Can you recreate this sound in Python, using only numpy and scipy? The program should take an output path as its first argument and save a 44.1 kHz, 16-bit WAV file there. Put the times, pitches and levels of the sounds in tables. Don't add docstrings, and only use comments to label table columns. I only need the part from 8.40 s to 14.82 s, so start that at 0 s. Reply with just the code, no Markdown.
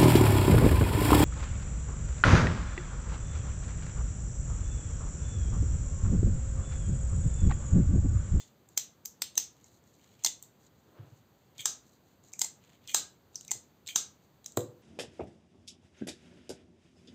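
import sys
import numpy as np
from scipy import signal
from scipy.fft import rfft, irfft
from scipy.io import wavfile
from scipy.ndimage import uniform_filter1d

SR = 44100
rng = np.random.default_rng(int(sys.argv[2]) if len(sys.argv) > 2 else 0)


def store_pcm(level_fs):
    pcm = np.round(np.clip(level_fs, -1, 1) * 32767).astype(np.int16)
    wavfile.write(sys.argv[1], SR, np.atleast_2d(pcm).T)


def voltage_ratio(decibels):
    exponent = np.asarray(decibels, float) / 20
    return 10 ** exponent


N = 283122


def evened(x):
    return x / np.sqrt(np.mean(x ** 2) + 1e-20)


def peaked(x):
    return x / abs(x).max()


def read(points, hz):
    f, value = np.transpose(points)
    return np.interp(np.log(hz + 1), np.log(f + 1), value)


def add(mix, start_s, sound):
    at = round(start_s * SR)
    sound = sound[max(-at, 0):]
    part = mix[max(at, 0):][:len(sound)]
    part += sound[:len(part)]


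def coloured(x, points):
    gain = voltage_ratio(read(points, np.fft.rfftfreq(len(x), 1 / SR)))
    return irfft(rfft(x) * gain, len(x))


def resonate(x, hz, width_hz):
    b, a = signal.iirpeak(min(hz, .49 * SR), hz / width_hz, SR)
    return signal.lfilter(b, a, x)


def ring(modes, t, spread=.015):
    hz, db, t60_s = np.transpose(modes)[:, :, None]
    hz = hz * (1 + spread * rng.uniform(-0.49, 1, hz.shape))
    decay = voltage_ratio(db - 60 * t / np.maximum(t60_s, .003))
    return (decay * np.sin(2 * np.pi * hz * t)).sum(0)


# mode in Hz, level in dB, t60 in s.
STEEL_MODES = [(4355, -9, .01), (5173, -6, .008), (5755, -6, .01), (6260, -2, .018), (6800, -6, .01),
               (7520, -3, .018), (8130, -8, .01)]
# mode in Hz, level in dB, t60 in s.
CLOSED_HANDLE_MODES = [(280, -15, .012), (870, -1, .024), (2030, -4, .024)]
# mode in Hz, level in dB, t60 in s.
OPEN_HANDLE_MODES = [(880, -2, .022), (1030, -2, .016), (1280, 0.5, 0.014), (1615, -19, .07),
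                     (1700, -4, .012)]
# mode in Hz, level in dB, t60 in s.
BLADE_MODES = [(2370, -15, 0.0034), (3200, -5.5, 0.0053), (3740, 0, 0.024)]


def click(peak_db, lock_hz, handle_db, blade_db, sizzle_db, contact_s, lock_ring_db, wet_db,
          out=0, rattle_db=-40, clack_hz=4370, blade_ring_db=-4):
    t = np.arange(4000) / SR
    ragged = rng.standard_normal(len(t)) * (t / contact_s) * np.exp(-t / contact_s)
    blows = np.array([ragged, np.linalg.norm(ragged) * (t == 0)])

    def struck(modes):
        return signal.fftconvolve(blows, modes[None], axes=1)[:, :len(t)]

    out = np.clip(out, 0, 1)
    closed_knock = ring(CLOSED_HANDLE_MODES, t, spread=0.04)
    handle = (1 - out) * closed_knock + out * ring(OPEN_HANDLE_MODES, t, spread=0.026)
    parts = [(0, resonate(resonate(blows, lock_hz, 1500), lock_hz, 4500)),
             (lock_ring_db, struck(ring(STEEL_MODES, t))),
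             (blade_db + blade_ring_db, struck(ring(BLADE_MODES, t, spread=0.12))),
             (blade_db, resonate(resonate(blows, clack_hz, 4700), clack_hz, 4600)),
             (handle_db + 5.5, np.array([handle, handle]) * np.minimum(t / 0.003, 1)),
             (sizzle_db + 4, resonate(resonate(blows, 10000, 4900), 13000, 8000))]
    direct, sent = sum(voltage_ratio(db) * part / np.linalg.norm(part, axis=1)[:, None] for db, part in parts)
    sent = sent - .7 * resonate(sent, 870, 300)
    b, a = signal.butter(1, 250, "high", fs=SR)
    direct, sent = signal.lfilter(b, a, [direct, sent])
    sent = sent - 0.4 * resonate(sent, 990, 2200)

    hits = rng.standard_normal(len(t)) * (rng.random(len(t)) < 900 / SR)
    chatter = hits * np.exp(-((t - .03) / 0.053) ** 2) * np.cos(np.pi / 2 * t / t[-1])
    chatter *= voltage_ratio(rattle_db) / np.linalg.norm(chatter)
    sound = room(direct, wet_db, sent)
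    add(sound, 0, signal.fftconvolve(chatter, sent))
    return voltage_ratio(peak_db - 1.0) / abs(direct).max() * sound


# start in seconds, blow in dB, brightest ring in Hz, blade clack in dB, sizzle in dB.
SHAKES = [
    (0.3747, -12, 6350, -10, -10.5),
    (0.8186, -12, 8090, -9, -17.5),
    (0.9764, -9.5, 6170, -11.5, -11.5),
]
# start in seconds, blow in dB, brightest ring in Hz, blade clack in dB, sizzle in dB.
OPENS = [
    (3.255, -7, 6430, -11.5, -28),
    (4.5444, -9, 7000, -10, -19),
    (5.5578, -9, 6380, -6.5, -30),
]
# start in seconds, blow in dB, brightest ring in Hz, blade clack in dB, sizzle in dB.
SHUTS = [
    (1.8456, -10, 6600, -32.5, -32),
    (4.0143, -10.5, 7340, -23, -48),
    (5.1135, -12.5, 6850, -28.5, -25),
]


def snaps(mix):
    shake = dict(handle_db=-26, wet_db=-10, out=-6.8, rattle_db=-25, contact_s=.001,
                 clack_hz=3500, blade_ring_db=-10.5, lock_ring_db=-1.5)
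    opened = dict(handle_db=-16, wet_db=-4.5, out=2, rattle_db=-18.5, contact_s=.001, lock_ring_db=-2)
    shut = dict(handle_db=-19.5, wet_db=-9.5, out=0.08, rattle_db=-18.5, contact_s=.00145, lock_ring_db=-2)
    for rows, grip in [(SHAKES, shake), (OPENS, opened), (SHUTS, shut)]:
        for s, db, hz, blade_db, sizzle_db in rows:
            add(mix, s, click(db, hz, blade_db=blade_db, sizzle_db=sizzle_db, **grip))


# start in seconds, blow in dB, blade clack in dB.
BOUNCES = [
    (1.8607, -13.5, -0.5),
    (1.87, -21, 1.5),
    (4.0438, -23, -16),
    (4.047, -35, -19),
    (5.5632, -50.5, -2),
]


def bounces(mix):
    for s, db, blade_db in BOUNCES:
        add(mix, s, click(db, 6500, -19.5, blade_db, -19.5, contact_s=0.0011, lock_ring_db=-11, wet_db=-11))


# start in seconds, blow in dB, brightest ring in Hz, blade clack in dB, sizzle in dB.
TICKS = [(0.2875, -46, 7160, -28, -9.5), (0.6561, -23.5, 6570, -18, -5), (2.025, -31.5, 7630, -37, -9),
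         (3.1803, -36.5, 6150, 4.5, -17), (3.9336, -29, 6850, -43, -21), (3.9922, -20.5, 7100, -47.5, -11),
         (4.4745, -32, 7000, -1.5, -18), (4.956, -24, 5740, -34.5, -39), (5.009, -33.5, 6730, -8.5, -38),
         (5.0479, -36, 7900, -12.5, -31), (5.0789, -34, 6160, -10, -15), (5.4753, -28.5, 6540, 0.5, -19),
         (6.06, -26.5, 6600, -12.5, -42), (6.12, -42, 7500, -15, -18), (6.1709, -14, 7610, -14.5, -9.5)]


def ticks(mix):
    for s, db, hz, blade_db, sizzle_db in TICKS:
        add(mix, s, click(db, hz, -39.5, blade_db, sizzle_db, contact_s=.0006, lock_ring_db=-8.5, wet_db=-9.5))


# start in seconds, blow in dB, blade clack in dB.
EARLIER = [
    (-0.057, -16.5, -3),
]
# start in seconds, blow in dB, blade clack in dB.
FIDGETS = [(0.0746, -52, -6), (1.211, -55, -8), (1.242, -43.5, -34), (1.2599, -56, -21), (1.4385, -56, -14),
           (1.6416, -54, -5), (2.0355, -43, -3), (3.838, -54, -11.5), (3.884, -50, -23), (4.2471, -60, 1),
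           (4.292, -61, -3.5), (4.44, -57, 3), (6.205, -35.5, 2.5)]
# start in seconds, blow in dB, blade clack in dB.
LEADS = [(.652, -31, -47), (.9537, -33.5, -3.5), (1.837, -24, -14), (3.175, -57.5, 9), (3.9185, -51.5, 0),
         (3.93, -40, -35), (4.009, -28, -10), (4.9447, -46, 1), (5.108, -22, -15), (5.462, -40, 7),
         (5.4697, -29.5, -1), (6.0432, -43, -2)]


def light_touches(mix):
    for rows, lock_hz, handle_db, sizzle_db in [(EARLIER, 6900, -17.5, -28.5), (FIDGETS, 6900, -17.5, -28.5),
                                                (LEADS, 7130, -33, -22.5)]:
        for s, db, blade_db in rows:
            add(mix, s, click(db, lock_hz, handle_db, blade_db, sizzle_db,
                              contact_s=.0006, lock_ring_db=-20, wet_db=-5.5))


# start in seconds, length in seconds, first squeal in dB, top squeal in dB.
PIVOTINGS = [
    (3.184, 0.08, -53, -41.5),
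    (4.476, 0.074, -56.5, -41),
    (5.481, 0.09, -38.5, -43),
]
# centre in Hz, width in Hz, level in dB.
PIVOT_SQUEAL = [(2400, 160, 2), (3250, 420, 3), (3830, 1800, -1.5)]
# centre in Hz, width in Hz, level in dB.
PIVOT_HISS = [(6600, 800, 0.5), (7660, 850, -1), (13500, 3000, -10.5)]


def pivotings(mix):
    rise_s, fall_db_per_s = .019, 499
    ramp_s, ramp_db = 0.014, 7
    for s, length_s, first_db, top_db in PIVOTINGS:
        t = np.arange(0, length_s, 1 / SR)
        ramp_at_s = length_s - ramp_s
        low_db = top_db - fall_db_per_s * (ramp_at_s - rise_s)
        squeal_db = np.interp(t, [0, rise_s, ramp_at_s, length_s], [first_db, top_db, low_db, low_db + ramp_db])
        hiss_db = np.interp(t, [rise_s, length_s], [-5, 9])
        grain_db = 3.5 * evened(uniform_filter1d(rng.standard_normal(len(t)), 45))
        rub = rng.standard_normal(len(t)) * voltage_ratio(grain_db)
        squeal = sum(voltage_ratio(db) * evened(resonate(resonate(rub, hz, width_hz), hz, 3 * width_hz))
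                     for hz, width_hz, db in PIVOT_SQUEAL)
        hiss = sum(voltage_ratio(db) * evened(resonate(rub, hz, width_hz)) for hz, width_hz, db in PIVOT_HISS)
        sound = voltage_ratio(squeal_db) * (evened(squeal) + voltage_ratio(hiss_db + 0.5) * evened(hiss))
        add(mix, s, room(sound * signal.windows.tukey(len(t), .15), -13.5))


# start in seconds, level in dB, pitch in Hz, length in seconds.
SQUEAKS = [
    (3.931, -53, 2330, .013),
    (5.078, -59, 2300, .03),
]


def squeaks(mix):
    for s, db, hz, length_s in SQUEAKS:
        noise = rng.standard_normal(round(length_s * SR))
        rub = resonate(resonate(noise, hz, 300), hz, 500)
        add(mix, s, voltage_ratio(db) * room(evened(rub) * signal.windows.tukey(len(rub), .6), -12))


# frequency in Hz, level in dB.
DULL_COLOUR = [(1200, -20.5), (2200, -2.5), (3200, -4), (4500, -17), (8000, -34.5)]


def rubbing(strokes, colour, grain_db, soft):
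    grain = voltage_ratio(grain_db * evened(uniform_filter1d(rng.standard_normal(N), 200)))
    fits = voltage_ratio(0.83 * evened(uniform_filter1d(rng.standard_normal(N), 1800)))
    noise = evened(fits * grain) * rng.standard_normal((2, N))
    bright = evened(coloured(noise[0], colour))
    dull = evened(coloured(noise[1], DULL_COLOUR))
    bright_level, dull_level = np.zeros((2, N))
    for s, length_s, db, dull_db in strokes:
        swell = voltage_ratio(db) * signal.windows.tukey(round(length_s * SR), soft)
        add(bright_level, s, swell)
        add(dull_level, s, voltage_ratio(dull_db) * swell)
    return bright_level * bright + dull_level * dull


# start in seconds, length in seconds, level in dB, duller rub in dB.
FINGER_STROKES = [(.075, 0.013, -59, -12), (.09, 0.14, -78, -15), (.27, .1, -70, -19),
                  (1.14, 0.14, -69.5, -3), (1.23, 0.19, -63.5, -28), (1.43, .18, -65, -29),
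                  (1.56, 0.24, -64.5, -0.5), (1.77, 0.16, -60, 1), (2.18, 0.12, -64.5, -9),
                  (2.3, 0.31, -76.5, -7.5), (2.63, .22, -71, -7), (2.89, 0.27, -74.5, -7.5),
                  (3.14, 0.057, -66.5, 4.5), (3.42, 0.18, -65, -16), (3.63, 0.13, -70.5, -20.5),
                  (3.82, 0.097, -62.5, -14), (4.19, 0.22, -67, 4.5), (4.4, 0.17, -69, 7.5),
                  (4.79, 0.086, -82, -12), (4.925, 0.021, -68, -9), (5.45, 0.012, -74, -4),
                  (5.815, 0.048, -67.5, -15), (6.036, 0.016, -70, -7)]
# frequency in Hz, level in dB.
RUSTLE_COLOUR = [(1500, -14), (2500, -31), (4000, 1.5), (5300, -8.5), (6800, 6), (9000, -2.5),
                 (15000, -16.5)]


def finger_rustle():
    return voltage_ratio(-7.0) * rubbing(FINGER_STROKES, RUSTLE_COLOUR, 3.3, soft=.6)


# start in seconds, length in seconds, level in dB, duller rub in dB.
DRAG_STROKES = [
    (2.42, 0.21, -66, -17.5),
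    (2.54, 0.16, -62, -13),
    (2.62, 0.22, -69, -12),
]


def screwdriver_drag():
    colour_hz_db = [(150, -13.5), (300, 11.5), (800, 4.0), (1600, -1.5), (2500, -31)]
    return rubbing(DRAG_STROKES, colour_hz_db, 1.32, soft=0.65)


# start in seconds, level in dB, hardness in dB.
KNOCKS = [
    (2.592, -39, -28),
    (2.621, -48.5, -30),
    (2.718, -45, -38.5),
    (3.192, -51, -11),
    (5.152, -53, -3),
    (6.173, -29.5, 5.5),
]
# mode in Hz, level in dB, t60 in s.
DESK_MODES = [(124, -14, 0.33), (215, -2, .04), (285, -2, .045), (345, -10, 0.24), (388, -11, .17),
              (488, -3, 0.26), (518, -6, .16), (558, -9, .15), (705, -19, 0.12)]


def knocks(mix):
    push_hz, push_s = 126, .024
    t = np.arange(14000) / SR
    for s, db, hard_db in KNOCKS:
        burst = rng.standard_normal(len(t)) * np.exp(-t / 0.003)
        slap = peaked(resonate(resonate(burst, 1500, 1600), 1500, 1600))
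        thump = peaked(resonate(resonate(1. * (t == 0), 400, 360), 330, 740))
        hard = ring(DESK_MODES[1:], t, spread=0) * np.minimum(t / 0.0036, 1)
        hard = hard + voltage_ratio(-3) * slap - voltage_ratio(8.5) * thump
        push_ramp = np.minimum(t / push_s, 1)
        push = np.sin(2 * np.pi * push_hz * t) * np.sin(np.pi * push_ramp)
        sound = push + ring(DESK_MODES[:1], t, spread=0) * push_ramp + voltage_ratio(hard_db) * hard
        add(mix, s, voltage_ratio(db) * room(sound, -15))


# frequency in Hz, t60 in s.
ROOM_T60 = [(120, 0.57), (400, 0.43), (1000, 0.34), (3000, 0.27), (6500, 0.24), (13000, .17)]
# delay in seconds, level in dB.
ECHOES = [
    (.0035, -12.5),
    (.0095, -17),
    (.021, -18.5),
]


def room(x, wet_db, sent=None):
    taps = np.zeros(21000)
    at = np.arange(100, len(taps) - 20, 20)
    taps[at + rng.integers(0, 20, len(at))] = rng.choice([-1., 1.], len(at))
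    hz, t, z = signal.stft(taps, SR, nperseg=256)
    decay = voltage_ratio(-60 * t / read(ROOM_T60, hz)[:, None])
    tail = signal.istft(z * decay, SR, nperseg=256)[1]
    tail *= 1 - np.exp(-np.arange(len(tail)) / SR / .012)
    tail *= voltage_ratio(wet_db) / np.linalg.norm(tail)
    sound = signal.fftconvolve(x if sent is None else sent, tail)
    add(sound, 0.00071, voltage_ratio(0.0021) * x)
    for delay_s, db in ECHOES:
        add(sound, delay_s, voltage_ratio(db) * x)
    return sound


# frequency in Hz, level in dB per Hz.
AIR_COLOUR = [(30, -8.5), (60, 2), (110, 4.5), (200, 2.5), (500, -4), (1000, -9.5), (2500, -18),
              (4600, -24.5), (5400, -32), (6300, -24), (15000, -28.5)]


def air():
    swell = evened(uniform_filter1d(uniform_filter1d(rng.standard_normal(N), 4000), 4000))
    return voltage_ratio(-63.5 + 0.11 * swell) * evened(coloured(rng.standard_normal(N), AIR_COLOUR))


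def scene():
    mix = air() + screwdriver_drag() + finger_rustle()
    for source in [snaps, bounces, ticks, light_touches, pivotings, squeaks, knocks]:
        source(mix)
    return mix[None]


def top_cut(x):
    return signal.sosfilt(signal.butter(12, 16470, fs=SR, output="sos"), x)


# frequency in Hz, gain in dB.
MIC_RESPONSE = [(30, -16), (90, -0.5), (2500, -2.5), (4500, 3.5), (5500, 1.1), (6500, 2.5), (8400, -3),
                (8800, -11), (11300, -14.5), (11700, 1.5), (15400, 6), (15800, -17.5), (16400, -28.5),
                (16600, -65)]
# centre in Hz, level in dB, t60 in s.
SMEAR_BANDS = [(4800, -12, .03), (6200, 0, .03), (6850, -2, .03), (7650, 0, .03), (8450, -5, .03),
               (11900, -3, .03)]


def record(dry):
    x = coloured(dry[0], MIC_RESPONSE)
    ahead = ring(SMEAR_BANDS, np.arange(600) / SR, spread=0)
    ahead *= voltage_ratio(-25.0) / np.linalg.norm(ahead)
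    smear = signal.fftconvolve(x[::-1], ahead)[:N][::-1]
    mix = (x + smear)[None]
    return top_cut(mix)


dry = scene()
out = record(dry)
store_pcm(out)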